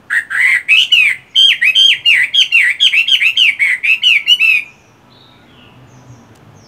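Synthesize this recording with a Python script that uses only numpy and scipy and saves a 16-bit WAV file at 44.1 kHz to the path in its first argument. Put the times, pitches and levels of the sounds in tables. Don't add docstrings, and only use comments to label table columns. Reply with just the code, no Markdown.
import sys
import numpy as np
from scipy import signal
from scipy.fft import rfft, irfft
from scipy.io import wavfile
from scipy.ndimage import uniform_filter1d, minimum_filter1d

SR = 44100
rng = np.random.default_rng(int(sys.argv[2]) if len(sys.argv) > 2 else 0)


def undo_db(level):
    steps = np.asarray(level, float) / 20
    return 10 ** steps


def wrap_up_sound(samples):
    columns = np.atleast_2d(samples).T
    tamed = np.clip(columns, -1, 1)
    steps = np.round(tamed * 32767).astype(np.int16)
    wavfile.write(sys.argv[1], SR, steps)


N = 294147
TOP_HZ = 15700


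def level(x, db):
    return x * undo_db(db) / np.sqrt(np.mean(x ** 2))


def walk(rate):
    k = int(SR / rate)
    held = np.repeat(rng.standard_normal(N // k + 1), k)
    return 1.3 * uniform_filter1d(uniform_filter1d(held, k), k)[:N]


def colour(x, shape):
    hz, db = np.transpose(shape)
    f = np.maximum(np.arange(N // 2 + 1) * SR / N, 1)
    return irfft(rfft(x) * undo_db(np.interp(np.log(f), np.log(hz), db)), N)


def tail(x, t60, rise):
    t = np.arange(SR) / SR
    answer = rng.standard_normal(SR) * (1 - np.exp(-t / rise)) * undo_db(-60 * t / t60)
    return signal.fftconvolve(x, answer / np.sqrt(np.sum(answer ** 2)))[:N]


def town():
    # time in seconds, rumble in dB.
    traffic = [(0, -49.5), (.6, -51), (1.2, -51), (1.701, -51), (2.1, -50), (2.699, -52), (3.599, -51),
               (4.6, -50.5), (5.199, -50), (5.599, -49), (6, -48.5), (6.3, -48.5), (6.67, -48.5)]
    # frequency in Hz, density in dB per Hz.
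    spectrum = [(15, -14), (40, -10), (120, 1), (190, -6), (250, -3), (380, -9), (650, -11), (1100, -12),
                (1700, -18), (2400, -19), (3300, -24), (4500, -30), (7000, -35), (9000, -39), (15500, -41)]
    s, rumble_db = np.transpose(traffic)
    swell = np.interp(np.arange(N) / SR, s, rumble_db - np.median(rumble_db))
    noise = level(colour(rng.standard_normal(N), spectrum), -49)
    out = 0
    for hz in 30 * 2. ** np.arange(10):
        band = colour(noise, [(hz / 2, -60), (hz / 3.47, -20), (hz, 0), (hz * 1.9, -2), (hz * 2, -60)])
        out = out + band * undo_db(swell * 2.7 / (1 + hz / 900) + 0.61 * walk(7.6))
    return out


def starting_blip():
    u = np.arange(600) / 600
    phase = 2 * np.pi * np.cumsum(2228 * (.9 + .16 * u)) / SR
    return np.sin(np.pi * u) * (np.sin(phase) + 0.075 * np.sin(2 * phase))


def thrush():
    # kind, start in seconds, length in seconds, low and high Hz of the loud second
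    song = [("swell", .098, .1, 1560, 1860, 1.3), ("swell", .3, .278, 1515, 2170, .9),
            ("climb", .68, .165, 1980, 3340, 1.1), ("glide", 0.9128, .209, 1954, 3060, 0.95),
            ("hold", 1.354, .183, 1620, 3244, 0.87), ("rise", 1.61, 0.1, 1830, 2580, 0.52),
            ("hold", 1.749, .195, 1720, 3235, 1), ("dip", 2.053, 0.2, 1930, 2850, 1),
            ("plunge", 2.337, 0.095, 1840, 3300, 0.93), ("dip", 2.518, .202, 1900, 2790, 0.88),
            ("plunge", 2.799, .083, 1760, 3320, 1), ("rise", 2.919, .104, 2120, 2740, 1.4),
            ("plunge", 3.073, .089, 1730, 3260, 1), ("rise", 3.197, .113, 2070, 2690, 1.4),
            ("slide", 3.364, 0.14, 2100, 3200, 1), ("arch", 3.59, 0.16, 1960, 2240, 1.2),
            ("rise", 3.829, 0.12, 2280, 2650, 1.9), ("slide", 4.027, .15, 2150, 3070, 0.95),
            ("rise", 4.271, 0.078, 2740, 2975, 0.2), ("arch", 4.392, .208, 2350, 2680, 0.77)]
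    # multiple of the membrane rate, level in dB.
    partials = [(1, -33), (2, 2.5), (3, -24.5), (4, -23.5), (5, -33.5), (6, -38), (7, -41), (8, -41),
                (9, -30.5), (10, -33.5), (11, -37), (12, -51)]
    # frequency in Hz, density in dB per Hz.
    breath = [(1500, -36.5), (3000, -7.5), (4200, -7.5), (5500, -28.5), (7000, -19), (8400, 0), (9800, -21),
              (10600, -34.5), (11600, -16.5), (13000, -28), (14800, -18), (15700, -11)]
    # frequency in Hz, density in dB per Hz.
    torn_air = [(2500, -20), (3800, 0), (7000, 0), (9500, -12), (15000, -18)]
    # frequency in Hz, gain in dB.
    throat = [(1100, -26), (1400, 2), (1600, 0), (3300, 0), (3700, 1)]
    # frequency in Hz, gain in dB.
    beak = [(1000, -2), (1600, -0.5), (3000, 13), (4500, -5), (5500, -5.5), (6500, 0), (7500, -2),
            (8500, 3), (10500, 0), (13000, -8.5), (15000, -15)]
    shapes = { "swell": [(0, 0, -12.5, 3.8), (.1, .1, -5, 4.5), (.25, .25, -3, 6.5), (.4, .8, 0.5, 2.6),
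              (.85, 0.95, 1, 2.8), (1, .45, -2.5, 4.5)], "climb": [(0, 0, -17, 2), (.07, .19, -5.5, 3.2),
              (.2, .41, 1, 1.8), (.45, .47, -2, 2.5), (.68, .75, 1.5, 2), (1, 0.95, -4, 5.2)],
              "rise": [(0, 0, -15, 3), (.18, .1, -0.5, 1.9), (.42, .6, -2, 1.323), (.66, .95, 2, 1.2),
              (1, 0.97, -4, 1.9)], "glide": [(0, 0.97, -19.5, .8), (.06, .93, 2.5, .75),
              (.13, .86, -1, .25), (.32, .61, -2, 1.1), (.49, .51, -1, 1), (1, 0.032, -3.5, 3.65)],
              "hold": [(0, 0.93, -6, 3), (.06, .92, 1, 2.3), (.42, .94, 2.5, 1.7), (.64, 1.01, -2.5, .4),
              (.77, .84, 0, 1), (.945, .25, -4.5, 1.2), (1, 0.0062, -13, 1.5)], }
    other_shapes = { "dip": [(0, 0.95, -11.5, 1.5), (.04, 1, -1, .5), (.2, 0.94, 1, .6),
                    (.48, .24, -1, 2.7), (.65, 0, -3, 3.5), (.85, 0.087, -2.5, 3.1), (1, .65, -2, 2.5)],
                    "plunge": [(0, 1.03, -11.5, 2.6), (.13, 1, -2.5, 3.6), (.4, .98, -2.5, 1.8),
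                    (.7, .88, 2, 1.1), (.83, .8, 4, 1.3), (1, 0.0094, -14, 1.5)],
                    "slide": [(0, 0.95, -15.5, 3), (.07, 0.97, -0.5, 3), (.25, .93, 0, 1.4),
                    (.5, .65, 0, 1.4), (.75, .33, -4.5, .9), (.93, .1, 1, 2.2), (1, 0, -2, 2.2)],
                    "arch": [(0, -0.703, -12, 2.937), (.08, .6, -3, 1.6), (.22, 1, 0.5, 1.1),
                    (.45, .85, -1, 2.3), (.72, .4, -1, 2.7), (.9, .25, -1, 2.3), (1, 0, -8.5, 2.89)], }
    voices = {"swell": (189, 1.1, 2.5, 0, 3), "climb": (118, .75, 4.5, -1.5, -0.5),
              "glide": (203, 0.6, 3, -.5, 0), "hold": (115, 0.27, -4.5, -.5, -3),
              "rise": (185, .3, -2.5, 1.5, -2), "dip": (168, 0.34, 2, -0.5, -1.5),
              "plunge": (122, 0.3, 0, .3, 2), "slide": (140.5, 0.18, -4.5, -0.5, -2),
              "arch": (183.5, 0.66, 2.5, 1, -1)}
    shut_hz, open_hz = 2150, 2850
    turn_s = 3.24

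    low, high, wander, quiver = np.zeros(N), np.zeros(N), walk(70), walk(600)
    hiss = rng.standard_normal(N)
    air = level(colour(hiss, breath), -27.5)
    rasp = level(colour(hiss[::-1], torn_air), -22.5)
    blip = starting_blip()
    courses = {**shapes, **other_shapes}
    for kind, start, length, low_hz, high_hz, rough in song:
        note_db = -9 + 3 * (high_hz - 2765) / 1000
        clean = 1 - rough
        rate_hz, uneven, breath_db, bright_db, deep_db = voices[kind]
        share, *columns = np.transpose(courses[kind])
        i = np.arange(int(start * SR), int((start + length) * SR))
        u = (i / SR - start) / length
        span, db, depth = (uniform_filter1d(np.interp(u, share, c), size=100) for c in columns)
        hz = low_hz + (high_hz - low_hz) * span
        db = db + note_db
        turned = max(start - turn_s, 0)
        depth = rough * np.maximum(depth, 0) / 100
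        uneven = min(rough * uneven, 1)

        cycle = 2 * np.pi * np.cumsum(rate_hz * (1 + .4 * uneven * wander[i])) / SR
        slide = np.sin(cycle) + 0.86 * np.sin(2 * cycle) + 1.36 * uneven * quiver[i]
        choke = 1 - np.minimum(30 * depth, .97) * (.5 + .5 * np.cos(cycle)) ** 2.09
        phase = np.pi * np.cumsum(hz * (1 + depth * slide)) / SR
        parts = []
        for k, g in partials:
            waver_db = 3.63 * (k != 2) * wander[(i + 9000 * k) % N]
            parts.append(undo_db(g + waver_db) * (k * hz < 2 * TOP_HZ) * np.sin(k * phase))

        edges = np.minimum(1, np.minimum(i - i[0], i[-1] - i) / (0.0072 * SR))
        flow = 1.25 * edges * undo_db(db) * choke
        gape = np.clip((hz - shut_hz) / (open_hz - shut_hz), 0, 1)
        leak_db = breath_db - 0.5 * clean - 8 * turned - 17 * gape
        overtone_db = bright_db + clean + 9 * (gape - 1) + 0.14 * (db + 5)
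        tearing = uneven ** 2 * np.clip((hz - shut_hz) / 1000, 0, 1) ** 2
        low[i] += flow * (parts[1] + undo_db(leak_db) * air[i] + tearing * rasp[i])
        high[i] += flow * (undo_db(overtone_db) * sum(parts[2:]) + undo_db(deep_db) * parts[0])
        if hz[0] > 2600:
            k = int((start - 0.0089) * SR)
            low[k:k + len(blip)] += undo_db(note_db - 16 + 8.5 * turned) * blip
    return colour(low, throat) + colour(high, beak)


def porch(x):
    # delay in seconds, level in dB.
    echoes = [(.0031, -8.5), (.0085, -10.5), (0.016, -6.5), (0.028, -23.5), (0.044, -17)]
    # frequency in Hz, gain in dB.
    echo_tone = [(3000, -2.5), (6000, 1), (12000, 1.5)]
    near = sum(undo_db(db) * np.roll(x, int(s * SR)) for s, db in echoes)
    close_tail = undo_db(-7.5) * tail(x, 0.23, rise=0.00802)
    yard_tail = undo_db(-25) * tail(x, .9, rise=0.0169)
    return x + colour(near + close_tail + yard_tail, echo_tone)


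def whines():
    # start in seconds, length in seconds, pitch in Hz, level in dB.
    tones = [(2.9, 2.5, 1320, -57), (1.9, .5, 900, -56), (1.9, 4.7, 980, -58), (1.6, .9, 610, -54),
             (5.35, .45, 1430, -54), (5.55, .37, 1170, -56), (.6, .7, 730, -61), (1.2, .8, 1140, -62),
             (6.34, .4, 150, -43), (6.03, .28, 285, -49), (.95, .4, 135, -47), (1.9, .5, 130, -51),
             (3, 1.8, 250, -56)]
    t = np.arange(N) / SR
    out = np.zeros(N)
    for s, length, hz, db in tones:
        fade = np.clip(np.minimum(t - s, s + length - t) / .06, 0, 1)
        phase = 2 * np.pi * np.cumsum(hz * (1 + .008 * walk(3))) / SR
        out += undo_db(db) * (.7 + .7 * walk(18)) * fade * np.sin(phase)
    return out


def far_birds():
    # start in seconds, length in seconds, start Hz, level in dB.
    chirps = [(1.27, .07, 7000, -58), (4.63, .08, 6900, -55), (4.74, .15, 6900, -59),
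              (5.865, .11, 7100, -54), (6.06, .1, 7300, -54), (6.54, .06, 6800, -52), (6.6, .07, 6000, -49)]
    # start in seconds, length in seconds, start Hz, end Hz, level in dB.
    warbler = [
        (5.095, .05, 2500, 4500, -45),
        (5.14, .12, 3850, 3720, -46),
        (5.3, .07, 2400, 2350, -56),
        (5.4, .1, 2100, 2800, -54),
        (5.465, .07, 3380, 3330, -48),
        (5.52, .14, 2950, 2720, -45),
    ]
    out, quaver = np.zeros(N), walk(150)
    calls = [(s, length, hz, .77 * hz, db, .05 * hz) for s, length, hz, db in chirps]
    calls += [(*row, 80 + .25 * abs(row[3] - row[2])) for row in warbler]
    for s, length, from_hz, to_hz, db, trill in calls:
        i = np.arange(int(s * SR), min(int((s + length) * SR), N))
        u = (i / SR - s) / length
        hz = from_hz + (to_hz - from_hz) * np.abs(u) ** 0.79 + trill * quaver[i]
        swell = np.sqrt(np.abs(np.sin(np.pi * u)))
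        out[i] += undo_db(db) * swell * np.sin(2 * np.pi * np.cumsum(hz) / SR)
    return .5 * out + 1.8 * tail(out, .75, rise=.006)


def motor():
    # time in seconds, firing rate in Hz, level in dB.
    revs = [(4.999, 123.5, -60.5), (5.2, 129.7, -52.5), (5.45, 117.1, -59.5), (5.7, 124.9, -50),
            (5.9, 128.7, -48.5), (6.1, 123.8, -45), (6.3, 112.7, -56), (6.4, 107.2, -50),
            (6.67, 107.5, -50)]
    t = np.arange(N) / SR
    s, *columns = np.transpose(revs)
    hz, db = (np.interp(t, s, c) for c in columns)
    phase = 2 * np.pi * np.cumsum(hz * (1 + 0.011 * walk(23))) / SR
    drone = sum(undo_db(g + 4.2 * walk(20)) * np.sin(k * phase) for k, g in [(1, 3), (2, 0.5), (3, -23.5)])
    return drone * undo_db(db + 1) * np.clip(5 * (t - s[0]), 0, 1)


def perch():
    # start in seconds, peak in dB.
    ticks = [
        (6.352, -36.5),
        (6.356, -26),
        (6.359, -26.5),
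        (6.374, -31),
    ]
    out, t = np.zeros(N), np.arange(400) / SR
    for s, db in ticks:
        k = int(s * SR)
        out[k:k + 400] += undo_db(db) * 0.53 * rng.standard_normal(400) * np.exp(-t / 0.0021)
    return colour(out, [(800, -20), (2500, -3), (7500, -2.5), (12000, -14.0)])


def scene():
    return (porch(thrush()) + far_birds() + perch() + motor() + whines() + town())[None]


def low_pass(x):
    return signal.sosfilt(signal.butter(12, 15710, fs=SR, output="sos"), x)


def record(dry):
    heard = signal.sosfilt(signal.butter(2, 55, "high", fs=SR, output="sos"), dry)
    room = minimum_filter1d(np.minimum(1, .995 / (np.abs(heard) + 1e-9)), size=120)
    held = heard * uniform_filter1d(room, size=60)
    cut = signal.sosfilt(signal.ellip(12, .05, 40, TOP_HZ, fs=SR, output="sos"), held)
    return low_pass(cut - .0006)


dry = scene()
out = record(dry)
wrap_up_sound(out)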